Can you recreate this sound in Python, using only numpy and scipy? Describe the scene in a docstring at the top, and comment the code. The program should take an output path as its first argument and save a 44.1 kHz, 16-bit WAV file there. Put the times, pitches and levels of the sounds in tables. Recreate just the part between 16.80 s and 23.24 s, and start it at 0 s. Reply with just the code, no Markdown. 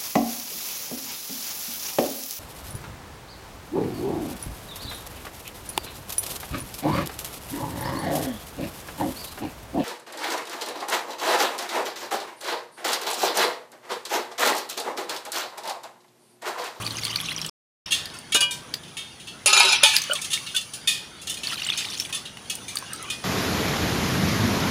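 """Outdoors at a low table: water trickles and drips into steel bowls, glass bangles clink on the wrists,
a steel cup is knocked, and a steel bowl is struck and rattles on the mat. Far traffic lies under it, with a
low drone in the first moments; the sound is muted once for about a third of a second. Struck bodies are
sums of decaying modes or noise through resonances, drops are rising bubble notes, and running water and
far air are shaped noise."""
import sys
import numpy as np
from scipy import signal
from scipy.fft import rfft, irfft, next_fast_len
from scipy.io import wavfile
from scipy.ndimage import uniform_filter1d, map_coordinates

SR = 44100
rng = np.random.default_rng(int(sys.argv[2]) if len(sys.argv) > 2 else 0)


def how_loud(loudness_db):
    """Turn decibels into a plain amplitude multiplier (0 dB gives 1, 20 dB gives 10)."""
    steps = np.asarray(loudness_db, float) / 20
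    return 10 ** steps


def master_out(mix):
    """Clip the mix to full scale and print it as 16-bit PCM to the path in sys.argv[1]."""
    frames = np.transpose(np.atleast_2d(mix))
    ceiling = np.clip(frames, -1, 1)
    pcm = np.round(ceiling * 32767).astype(np.int16)
    wavfile.write(sys.argv[1], SR, pcm)


N = 284004

# relative spectrum of the bowl wall's dense fine rings: pitch_hz, level_db
WALL_SPECTRUM = [(240, -44), (400, -25), (460, 8.5), (865, 5), (1130, -25), (1270, 26), (1960, -25),
                 (2510, -9.5), (3070, -3.5), (3810, -10.5), (8110, -6), (9760, 1), (16000, -44)]


def unit(x):
    """Normalization to equal power: x at rms 1."""
    return x / np.sqrt(np.mean(x ** 2) + 1e-20)


def along(points, hz):
    """Spectral envelope: (Hz, dB) points interpolated on a logarithmic frequency axis."""
    point_hz, point_db = np.transpose(points)
    return np.interp(np.log(hz + 1), np.log(point_hz + 1), point_db)


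def curves(rows):
    """Level envelopes: one value per sample for each column, -120 outside the rows."""
    s, *columns = np.transpose(rows)
    t = np.arange(N) / SR
    return [np.interp(t, s, column, left=-120, right=-120) for column in columns]


def filtered(x, response):
    """Linear filtering: the spectrum of x times a complex response of frequency."""
    size = next_fast_len(x.shape[-1] + 8192)
    spectrum = rfft(x, size) * response(np.fft.rfftfreq(size, 1 / SR))
    return irfft(spectrum, size)[..., :x.shape[-1]]


def noise(spectrum, size=N):
    """Coloured noise: white noise through a spectral envelope, at rms 1."""
    return unit(filtered(rng.standard_normal(size), lambda hz: how_loud(along(spectrum, hz))))


def three_bands(hz, low_db, top_db, low_hz, top_hz):
    """Spectral tilt: gain of low and top rings against the middle, with soft edges."""
    low = low_db / (1 + (hz / low_hz) ** 8)
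    top = top_db / (1 + (top_hz / (hz + 1)) ** 8)
    return how_loud(low + top)


def fade(t, t60, attack):
    """Damped response: quick rise, then exponential decay by 60 dB in t60 seconds."""
    return how_loud(-60 * t / t60) * (1 - np.exp(-t / attack))


def add(out, s, sound):
    """Superposition: mixes a sound in at time s."""
    part = out[round(s * SR):][:len(sound)]
    part += sound[:len(part)]


def crowd(spectrum, size, share):
    """High modal density: a share of the frequencies stands out as thin steady rings of scattered strength."""
    chosen = rng.random(size // 2 + 1) < share
    gain = share ** .5 + chosen / share ** .5
    return unit(irfft(rfft(noise(spectrum, size)) * gain, size))


def patchy(x, depth_db, hz_bins, frames):
    """Time-frequency modulation: random gain in patches of frequency and time."""
    z = signal.stft(x, nperseg=512)[2]
    field = uniform_filter1d(rng.standard_normal(z.shape), hz_bins, 0)
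    field = uniform_filter1d(field, frames, 1)
    return unit(signal.istft(z * how_loud(depth_db * unit(field)), nperseg=512)[1][:N])


def hollow(x, t60, wet_db):
    """Reverberation in a small enclosure: quick echoes inside a bowl smear each drop."""
    t = np.arange(int(.05 * SR)) / SR
    tail = rng.standard_normal(len(t)) * fade(t, t60, 0.0053)
    return x + how_loud(wet_db) * signal.fftconvolve(x, tail / np.linalg.norm(tail))[:N]


def bangles():
    """Modal clusters: each clink wakes beating close rings, two strongest; high rings mostly die sooner."""
    # clinks, levels and decay relative: start_s, level_db, lead_pitch_hz, top_rings_db, t60_s
    clinks = [(1.063, -19.5, 2690, -20, 0.11), (1.108, -8.5, 3240, -7, 0.46),
              (1.1206, -3, 2760, -3.5, 0.32), (1.3376, -24.5, 2620, -1.5, 0.35),
              (1.5219, -3, 3270, -6.5, 0.17), (1.545, -5, 3770, 6, 0.17), (1.5594, -1.5, 2910, -1.5, .091),
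              (1.6065, -3.5, 4680, 1, .14), (1.6278, -12, 2910, -1, 0.16), (1.7092, -16, 2365, 4, 0.32),
              (2.0326, -27.5, 3600, -4.5, 0.21), (2.079, -29, 3540, -6, .25), (2.169, -13, 3230, -7, 0.39),
              (2.3987, -26.5, 2700, -3.5, .29), (2.4723, -18.5, 2680, -6.5, 0.33),
              (3.035, 7.5, 2456, -11, 0.22), (3.0554, -0.5, 2527, -7, 0.63), (3.1467, -6, 4570, -22, 0.24),
              (3.353, -8.5, 3320, -7, 0.16), (3.4162, -16.5, 3650, 6.5, 0.17),
              (3.445, -15, 3660, 3.5, 0.16), (3.5046, -12, 3480, -6, 0.18), (3.514, -13.5, 3600, -2, 0.4),
              (3.5315, -1.5, 3630, -2.5, 0.17), (3.6649, -12, 3970, -9.5, 0.28),
              (3.7476, -8.5, 3390, -4, 0.18), (3.7637, -6, 2760, 0.5, 0.16), (3.8102, -20.5, 2660, 2, 0.18),
              (3.936, -20, 3060, 6, 0.22), (4.0743, -2.5, 2500, -1, 0.39), (4.4159, -27, 2720, 4.5, 0.29),
              (4.4713, -12, 2750, -2, 0.19), (4.497, -14, 3000, 4, 0.24), (4.5414, -19, 3080, 3.5, 0.12),
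              (4.571, -20.5, 2480, -0.5, .29), (4.6333, -11.5, 2660, -6, 0.35),
              (4.9739, -14.5, 2460, 3.5, 0.36), (4.9858, -8.5, 3840, -19, 0.21),
              (5.3266, -8, 2540, -6, 0.19), (5.346, -13.5, 3530, 0.5, .27), (5.454, -17, 3790, -7.5, 0.24),
              (5.6985, -10, 2580, 1.5, 0.2), (5.882, -18.5, 2370, 1, 0.28),
              (6.3007, -9.5, 2470, -3.5, 0.26)]
    # rings of the stack, before random scatter: pitch_hz, width_hz, level_db
    stack_rings = [(1792, 38.7, -11), (2250, 33, -10.5), (2490, 26, -12), (3020, 49, -47), (2940, 47, 1),
                   (3270, 21.5, -1), (3600, 85, 2.5), (3760, 23, -7.5), (4320, 180, 1), (4470, 76, -46),
                   (4630, 21, -17.5), (5600, 47, -63), (6420, 86, 0.5), (6770, 87, -1.5), (7380, 73, -30),
                   (7650, 38, -74), (8500, 49, -26), (9620, 400, 6), (11300, 39, -41), (11600, 36, -49),
                   (12000, 140, -51), (12700, 40, -36), (13500, 34, -29), (13700, 37, -19),
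                   (14200, 34, -16), (14900, 120, -26)]
    # relative spectrum of the crowd of finer rings: pitch_hz, level_db
    jingle = [(590, -39), (1000, -30), (1310, -11.5), (1610, -45), (1770, -6.5), (2180, -21), (2440, -10.5),
              (3150, -4.5), (5190, -5), (9720, -6), (12800, -19.5), (15100, -14.5), (16000, -39)]
    out, t = np.zeros(N), np.arange(int(.4 * SR)) / SR
    ring_hz, width, ring_db = np.tile(np.transpose(stack_rings), 2)
    for s, db, lead_hz, top_db, t60 in clinks:
        # the second strong ring: the thick or the thin bangle, whichever does not lead
        partner_hz = (2700, 3240)[int(lead_hz < 3000)] * (1 + 0.0201 * rng.standard_normal())
        detune = np.tile([0, -.012, .015], 2) * rng.uniform(0.464, 1.4, 6)
        leads = np.repeat([lead_hz, partner_hz], 3) * (1 + detune)
        lead_db = np.repeat([6, 2], 3) - np.tile([0, 6, 7], 2)
        scattered_hz = ring_hz + rng.normal(0, 1, len(ring_hz)) * (0.7 * width + 15)
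        scattered_db = ring_db + rng.normal(-1.5, 4.36, len(ring_hz))
        hz = np.append(scattered_hz, leads)[:, None]
        level = np.append(scattered_db, lead_db)[:, None]
        colour = lambda f: three_bands(f, 0, top_db, 1, 4520)

        life = abs(t60) * (3000 / hz) ** 0.29 * np.exp(rng.normal(0, 0.27, hz.shape))
        decay = 0.35 * fade(t, life, 0.0019) + 0.5 * fade(t, 0.5 * life, 0.0022)
        rings = how_loud(level) * colour(hz) * decay * np.sin(2 * np.pi * (hz * t + rng.random(hz.shape)))

        fine = filtered(crowd(jingle, size=len(t), share=0.1), colour)
        top = filtered(fine, lambda f: f > 5500)
        lower = (fine - top) * fade(t, 1.14 * abs(t60), 0.00264)
        fine = lower + top * fade(t, 0.86 * abs(t60), 0.00045)
        add(out, s - .001, how_loud(db - 18.0) * (.5 * rings.sum(0) + 1.066 * fine))
    return out


def cup():
    """Modal decay: the cup rings long and clear; the table answers with a short, heavily damped thud."""
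    # knocks, relative levels: start_s, level_db, table_thud_db, low_modes_db
    knocks = [(1.547, -5.5, -11.5, -1), (1.555, -16, -11, -17), (1.611, -8.5, -18, -5),
              (1.623, -3.5, -40, -12.5), (1.718, -31, -20, -20)]
    # modes of the cup, before random level scatter: pitch_hz, level_db, t60_s
    cup_modes = [(566.5, -19, 0.38), (974, -20, 1.0), (1175, -8.5, 0.16), (1564, -13.5, 0.59),
                 (1540, -23, 0.57), (2404, -11, 0.32), (2500, -13, 0.4), (2910, -2, 0.21),
                 (2900, -11, 0.44), (3220, -18, 0.33), (3320, -13, 0.23)]
    thud_spectrum = [(120, -23), (300, -9.0), (700, -12.5), (1800, -11.5), (2500, -27), (16000, -41)]
    out, t = np.zeros(N), np.arange(int(.6 * SR)) / SR
    hz, level, t60 = np.transpose(cup_modes)[:, :, None]
    for s, db, thud_db, low_db in knocks:
        gain = how_loud(level + rng.normal(0, 1.6, hz.shape)) * three_bands(hz, low_db, 0, 2000, 6000)
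        gain = gain * fade(t, abs(t60), 0.0039)
        ring = (gain * np.sin(2 * np.pi * (hz * t + rng.random(hz.shape)))).sum(0)
        thud = noise(thud_spectrum, size=len(t)) * fade(t, 0.086, .001)
        add(out, s, how_loud(db - 9.5) * ring + how_loud(db + thud_db - 3.5) * thud)
    return out


def bowl_modes(f):
    """Resonance: the bowl's response is a sum of second-order band-pass modes of alternating sign."""
    # modes of the bowl: pitch_hz, width_hz, level_db
    mode_rows = [(708, 8.5, -14), (840, 29, -3), (1082, 24, -9.5), (940, 8.6, -4), (1380, 6.7, -11),
                 (1480, 59, -8.5), (1706, 11, -4), (2198, 38, -7), (2400, 7.9, -10.5), (2386, 29, 2.5),
                 (2573, 28, 3), (2720, 18, 3.5), (2880, 7.2, -2), (3120, 23, -6.5), (3300, 18, -19),
                 (3526, 36, -4.5), (3596, 22, -10.5), (3742, 43, -9), (3927, 25, 1.5), (4370, 57, -2),
                 (4740, 20, -20), (5080, 25, -2.5), (5130, 15, -25), (6130, 36, -3.5), (6900, 30, 1.5),
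                 (6820, 115, -3.5), (8180, 36, -19), (9980, 42, -6)]
    return sum((-1) ** k * how_loud(db) * 1j * f * width / (hz * hz - f * f + 1j * f * abs(width))
               for k, (hz, width, db) in enumerate(mode_rows))


def bowl_blows():
    """Impact excitation: a short noise push drives the bowl's modes, and the base knocks the table."""
    # blows, relative levels: start_s, level_db, low_rings_db, table_knock_db
    blows = [(2.66, -4, -18, -25), (2.729, 0, -12, -38), (2.774, -2, -14, -41), (2.799, -1.5, -13.5, -41),
             (2.849, -8.5, -34, -22.5), (2.894, -19.5, -21, -29), (2.924, -7.5, -25, -43),
             (3.034, -0.5, -21, -23), (3.089, -15.5, -5, -30.5)]
    out, t = np.zeros(N), np.arange(int(.4 * SR)) / SR
    for s, db, low_db, thud_db in blows:
        tilt = lambda f: three_bands(f, low_db + 4.5, 0, 2600, 6000)
        push = rng.standard_normal(len(t)) * fade(t, 0.016, 0.001)
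        ring = filtered(push, lambda f: bowl_modes(f) * tilt(f))
        wash = filtered(crowd(WALL_SPECTRUM, size=len(t), share=0.012), tilt) * fade(t, 0.14, 0.00023)
        thud = np.sin(2 * np.pi * 575 * t) * fade(t, 0.068, 0.00074)
        thud += 0.62 * np.sin(2 * np.pi * 1400 * t) * fade(t, 0.024, 0.0016)
        blow = ring / abs(ring).max() + 0.3 * wash + how_loud(thud_db + 11.5) * thud
        add(out, s - .001, how_loud(db - 4.5) * blow)
    return out


def bowl_rattle():
    """Random contact excitation: dense contacts drive the bowl's modes and its fine-ringing wall."""
    # course of the rattle, relative levels: time_s, level_db, low_rings_db, top_rings_db
    rattle = [(2.66, -11, -15, 11), (2.68, -8, -12.5, -1.5), (2.725, -12.5, -11, -6), (2.74, -8, -10, -3.5),
              (2.93, -9.5, -10, -8), (3.022, -22, -15, -37), (3.036, -11, -4, 6), (3.08, -30.5, -7, -8),
              (3.16, -14, -12, 3.5), (3.2, -42.5, -7, 9)]
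    db, low_db, top_db = curves(rattle)
    contacts = rng.standard_normal(N) * how_loud(3.3 * rng.standard_exponential(N))
    rings = filtered(contacts, bowl_modes)
    rings = patchy(rings, depth_db=3.5, hz_bins=2, frames=9)  # the contact point wanders
    # the rim bounces on the mat some 90 times a second
    hits = how_loud(3.2 * rng.standard_exponential(N)) * (rng.random(N) < 90 / SR)
    bounces = np.convolve(hits, how_loud(-60 * np.arange(900) / SR / 0.043))[:N]
    wall = patchy(noise(WALL_SPECTRUM), depth_db=4.0, hz_bins=3, frames=5) * (1 + .5 * bounces)

    bands = [lambda f: f < 1800, lambda f: (f >= 1800) & (f < 6000), lambda f: f >= 6000]
    out = np.zeros(N)
    for band, rel_db, mode_share in zip(bands, (low_db, 0, top_db), (.9, .85, .4)):
        mix = mode_share * unit(filtered(rings, band)) + 0.54 * unit(filtered(wall, band))
        out += how_loud(db + rel_db - 9.0) * mix
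    return out


def slosh():
    """Mass loading: single modes swell, glide and waver as water sloshes in the moved bowl."""
    # low notes of the bowl, before the waver: start_s, end_s, first_pitch_hz, last_pitch_hz, level_db
    slosh_notes = [(2.66, 3.0, 394, 378, -38.5), (2.78, 2.95, 990, 860, -28), (2.77, 2.92, 830, 1200, -36),
                   (3.045, 3.17, 866, 905, -31.5), (2.66, 2.78, 1260, 1255, -30.5),
                   (2.78, 2.95, 1295, 1225, -30.5)]
    out = np.zeros(N)
    for start, end, first_hz, last_hz, db in slosh_notes:
        t = np.arange(int((end - start) * SR)) / SR
        waver_db = 5.5 * map_coordinates(rng.standard_normal(20), [t * 25])
        edge = np.clip(np.minimum(3 * t, t[-1] - t) / 0.062, 0, 1)  # 62 ms fall, a third of that to rise
        turns = np.cumsum(np.linspace(first_hz, last_hz, len(t))) / SR
        add(out, start, how_loud(db + waver_db) * edge * np.sin(2 * np.pi * turns))
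    return out


def drops():
    """Bubble resonance: a drop is a short note that rises a little, in a splash around its pitch."""
    # single drops and ticks, loud and faint, relative levels: start_s, level_db, pitch_hz, splash_db
    single_drops = [(0.0656, -11.5, 4580, -13), (.108, -16.5, 4300, -15), (0.17, -18, 6340, -16.5),
                    (0.2354, -15, 4550, -10.5), (.2457, -19, 9600, -10.5), (0.2512, -12, 4470, -3.5),
                    (.281, -22, 3600, -10), (.2678, -18, 3260, -6), (0.33, -18, 3080, -22),
                    (0.3592, -9.5, 4460, -7.5), (0.402, -14.5, 3380, -8.5), (.413, -19.5, 11300, -15),
                    (0.4867, -14, 2730, -17), (0.492, -15.5, 3320, -20), (.5637, -16, 5850, -19.5),
                    (.5822, -19.5, 3180, -11.5), (.616, -14.5, 5580, -9.5), (.648, -20.5, 3100, -6),
                    (0.6635, -20, 8070, -1.5), (1.2564, -21.5, 4850, -2.5), (1.301, -30.5, 4200, -10),
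                    (1.3694, -32, 5400, -12), (1.3884, -27, 9050, -5), (1.94, -10, 4870, -5.5),
                    (3.1655, 2, 4840, -5.5), (3.184, -15, 4760, -2.5), (3.2187, -14.5, 6320, -1.5),
                    (3.2389, -20.5, 6200, -1.5), (3.334, -14, 8670, -1), (3.3897, -21, 2280, -16.5),
                    (3.5758, -17, 2220, -22), (3.7044, -26, 3230, -21.5), (4.6719, -9, 4460, -16),
                    (4.7241, -23, 1850, -3.5), (4.8206, -11.5, 2820, -11.5), (4.866, -14.5, 2990, -23),
                    (4.8704, -17.5, 8360, -12), (4.8888, -9.5, 2900, -31), (4.9018, -5, 3500, -19),
                    (4.922, -14, 2490, -22), (5.0503, -23, 3660, -6.5), (5.087, -21, 3620, -16),
                    (5.1997, -7.5, 5490, -9.5), (5.2223, -18, 3380, -14.5), (5.5712, -27, 2980, -2),
                    (5.754, -18.5, 9250, -2.5), (5.9563, -15.5, 9430, -3.5), (5.9703, -14.5, 4630, -1.5),
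                    (5.987, -22, 8950, -3), (6.025, -24, 1070, -5), (6.1335, -17.5, 8840, -4),
                    (6.161, -27, 8400, -11), (6.227, -24, 9950, -3.5)]
    out, t = np.zeros(N), np.arange(int(.06 * SR)) / SR
    for s, db, hz, splash_db in single_drops + small_drops():
        # higher and harder drops die sooner
        t60 = .02 * (4500 / hz) ** .4 * how_loud(-0.14 * (db + 17.5))
        rise = 2.6 / hz  # the bubble builds up over a few swings
        # sharp burst, weak ring
        decay = 0.39 * fade(t, abs(t60), rise) + 0.99 * fade(t, 0.35 * abs(t60), rise)
        note = np.sin(2 * np.pi * hz * (.985 * t + 1.9 * t * t)) * decay
        splash_spectrum = [(0.078 * hz, -35), (0.42 * hz, -6), (hz, 0),
                           (1.1 * hz, -6), (3 * hz, -12), (8 * hz, -25)]
        splash = noise(splash_spectrum, size=len(t)) * fade(t, 0.018, 0.0015)
        add(out, s - .0005, how_loud(db + 1.0) * (note + how_loud(splash_db) * splash))
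    return hollow(out, t60=0.12, wet_db=-10.5)


def small_drops():
    """Random arrivals: rows for small drops of scattered level and pitch, kept only while water runs."""
    count = int(30 * N / SR)  # 30 candidates per second
    places, scatter = rng.random((count, 2)), rng.standard_normal((count, 2))
    rows = []
    for (place, chance), (size, pitch) in zip(places, scatter):
        s = place * N / SR
        if chance < pouring(s) ** 2:
            rows.append((s, -23 + 2.5 * size, 4535 * np.exp(.3 * pitch), -14.5))
    return rows


def plops():
    """Cavity resonance: slosh in the bowl gives hollow gliding notes that flutter."""
    # hollow notes, levels before flutter: start_s, level_db, pitch_hz, relative_glide_per_s, t60_s
    plop_notes = [(3.297, -18.5, 578, -5, 0.06), (3.297, -22, 1480, -4, 0.17),
                  (3.315, -27, 616, -1.5, 0.15), (3.318, -7.5, 1408, 2, 0.029),
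                  (3.31, -13.5, 2883, 4.5, 0.064), (3.742, -27.5, 1530, -1, 0.095),
                  (4.727, -23.5, 1320, 2.5, 0.057), (5.955, -13, 1250, -4, 0.013),
                  (6.134, -29, 1280, 1, 0.065)]
    out, t = np.zeros(N), np.arange(int(.12 * SR)) / SR
    for s, db, hz, glide, t60 in plop_notes:
        # the surface trembles
        flutter = 1 + .5 * noise([(20, 5), (150, -2.0), (400, -34.5)], size=len(t))
        note = np.sin(2 * np.pi * hz * (t + glide * t * t / 2)) * fade(t, abs(t60), 0.004)
        add(out, s, how_loud(db) * flutter * note)
    return out


def pouring(t):
    """Source envelope: the share of running water, 0 to 1, with a quick start and a dwindling end."""
    # water runs: start_s, end_s, dwindle_s
    water_runs = [(-.5, 1.4, .6), (4.6, 5.4, .15)]
    return sum(np.clip(np.minimum((t - start) / .06, (end - t) / dwindle), 0, 1)
               for start, end, dwindle in water_runs)


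def bubbles(count, mid_hz, spread, cycles, size_db):
    """Superposed bubble resonances: a random shower of short damped notes, at rms 1."""
    start, size = rng.random(count), np.minimum(rng.standard_exponential(count), 3.5)
    hz = np.clip(mid_hz * np.exp(spread * rng.standard_normal(count)), 600, 15500)[:, None]
    k = np.arange(300)
    turns = hz * k / SR
    envelope = np.exp(-turns / cycles) * (1 - np.exp(-turns / 0.92))
    notes = how_loud(size_db * size[:, None]) * np.sin(2 * np.pi * turns) * envelope
    places = (start * N).astype(int)[:, None] + k
    return unit(np.bincount(places.ravel(), notes.ravel(), N + 400)[:N])


def bed():
    """Dense bubble noise: clumped bubbles on hiss and fizz; without running water the bangles shimmer faintly."""
    # steady bed of water and bangles, relative levels: time_s, body_db, fizz_db
    flow = [(0, -39.5, -42.5), (.3, -35.5, -46), (.7, -38, -48.5), (1.22, -42.5, -54.5),
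            (1.4, -49.5, -53.5), (2.6, -49, -53.5), (3.2, -35, -46), (3.45, -41, -42), (3.85, -47, -45),
            (4.05, -46, -52), (4.6, -50.5, -55), (4.68, -34.5, -43.5), (5.0, -32, -48.5),
            (5.22, -39.5, -43), (5.5, -49, -54), (5.8, -47, -46.5), (6.2, -40.5, -49.5), (6.44, -43, -46.5)]
    # relative spectrum of the hiss and the shimmer: pitch_hz, level_db
    trickle_spectrum = [(410, -34), (700, -10), (1180, -1.5), (2290, -4.5), (2990, -2), (4080, -5),
                        (4540, -4), (7750, -15.5), (9000, -38), (11700, -55), (19800, -120)]
    # relative spectrum of the fine fizz: pitch_hz, level_db
    fizz_spectrum = [(3530, -45), (6000, -5), (7710, -19), (9580, -3.5), (11400, -19.5), (12900, -32.5),
                     (15000, -17), (16000, -38.5)]
    body_db, fizz_db = curves(flow)
    t = np.arange(N) / SR
    wet = pouring(t)
    clumps = how_loud(2.44 * wet * map_coordinates(rng.standard_normal(600), [t * 80]))
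    low = bubbles(count=3500, mid_hz=3100, spread=.2, cycles=4.2, size_db=3.5)
    high = bubbles(count=4000, mid_hz=5160, spread=0.14, cycles=11, size_db=7.0)
    hiss = patchy(noise(trickle_spectrum), depth_db=5.0, hz_bins=8, frames=2)
    trickle = .4 * hiss + hollow(.65 * low + .4 * high, t60=.035, wet_db=-7)
    shimmer = patchy(noise(trickle_spectrum), depth_db=6.0, hz_bins=2, frames=10)
    fine = bubbles(count=3000, mid_hz=9400, spread=0.28, cycles=4.8, size_db=1.5)
    fizz = 0.88 * noise(fizz_spectrum) + 0.71 * wet * fine
    body = wet * trickle + np.sqrt(1 - wet ** 2) * shimmer  # equal-power crossfade
    return clumps * (how_loud(body_db) * body + how_loud(fizz_db) * fizz)


def cavity():
    """Air-cavity resonance: running water sets the air in the tilted bowl murmuring as it is emptied."""
    # relative spectrum of the bowl's air space: pitch_hz, level_db
    cavity_spectrum = [(500, -28), (900, -8), (1150, 0), (1500, -9), (2400, -31.5)]
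    # course of the murmur: time_s, level_db
    cavity_course = [(0, -42.5), (.7, -50)]
    murmur = patchy(noise(cavity_spectrum), depth_db=4.5, hz_bins=2, frames=6)
    return how_loud(curves(cavity_course)[0]) * murmur


def air():
    """Diffuse ambient noise: far traffic and leaves swell slowly, with two wavering low notes at first."""
    # relative spectrum of the far air: pitch_hz, level_db
    air_spectrum = [(15, -47.5), (25, -10.5), (145, 0.5), (545, -10), (887, -10.5), (1040, -16),
                    (1520, -15.5), (2280, -18), (2610, -20), (3340, -13), (3720, -20), (5570, -34),
                    (6050, -40.5), (10400, -27), (16000, -57.5)]
    # level of the far air, before the swell: time_s, level_db
    air_course = [(0, -39.5), (.7, -44.5), (1.06, -46.5), (3.2, -48), (4.6, -46.5), (5.4, -46.5),
                  (6.44, -44.5)]
    # drone, low note giving way to the upper, relative levels: time_s, low_note_db, upper_note_db
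    drone_course = [(0, -40, -46), (.25, -43, -61.5), (.38, -53, -49.5), (.69, -64, -44)]
    # mean pitches of the drone: low_pitch_hz, upper_pitch_hz
    drone_hz = (112, 161)
    swell = map_coordinates(rng.standard_normal(40), [np.arange(N) * 5 / SR])
    out = how_loud(curves(air_course)[0] + 1.5 * swell) * noise(air_spectrum)
    for db, hz in zip(curves(drone_course), drone_hz):
        out += how_loud(db + 4) * np.sin(2 * np.pi * np.cumsum(hz + 0.64 * swell) / SR)
    return out


def scene():
    """Linear superposition: all sources at one microphone."""
    struck = bangles() + cup() + bowl_blows() + bowl_rattle() + slosh()
    water = drops() + plops() + bed() + cavity()
    return (struck + water + air())[None]


def band_limit(x):
    """A steep low-pass at the top of the band."""
    return signal.sosfilt(signal.butter(12, 16470, fs=SR, output="sos"), x)


def record(dry):
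    """Band limiting and clipping: deepest bass and highest treble are lost, one stretch is muted."""
    # silent stretch: start_s, end_s
    mute = (.697, 1.0585)
    t = np.arange(N) / SR
    bass_cut = lambda hz: (hz / 45) ** 3 / (1 + (hz / 45) ** 3)
    heard = filtered(dry, lambda hz: bass_cut(hz) / (1 + (hz / 15700) ** 40))
    gate = np.clip(np.maximum(mute[0] - t, t - mute[1]) / .002, 0, 1)  # 2 ms edges
    mix = np.clip(heard * gate, -1, 1)
    return band_limit(mix)


dry = scene()
out = record(dry)
master_out(out)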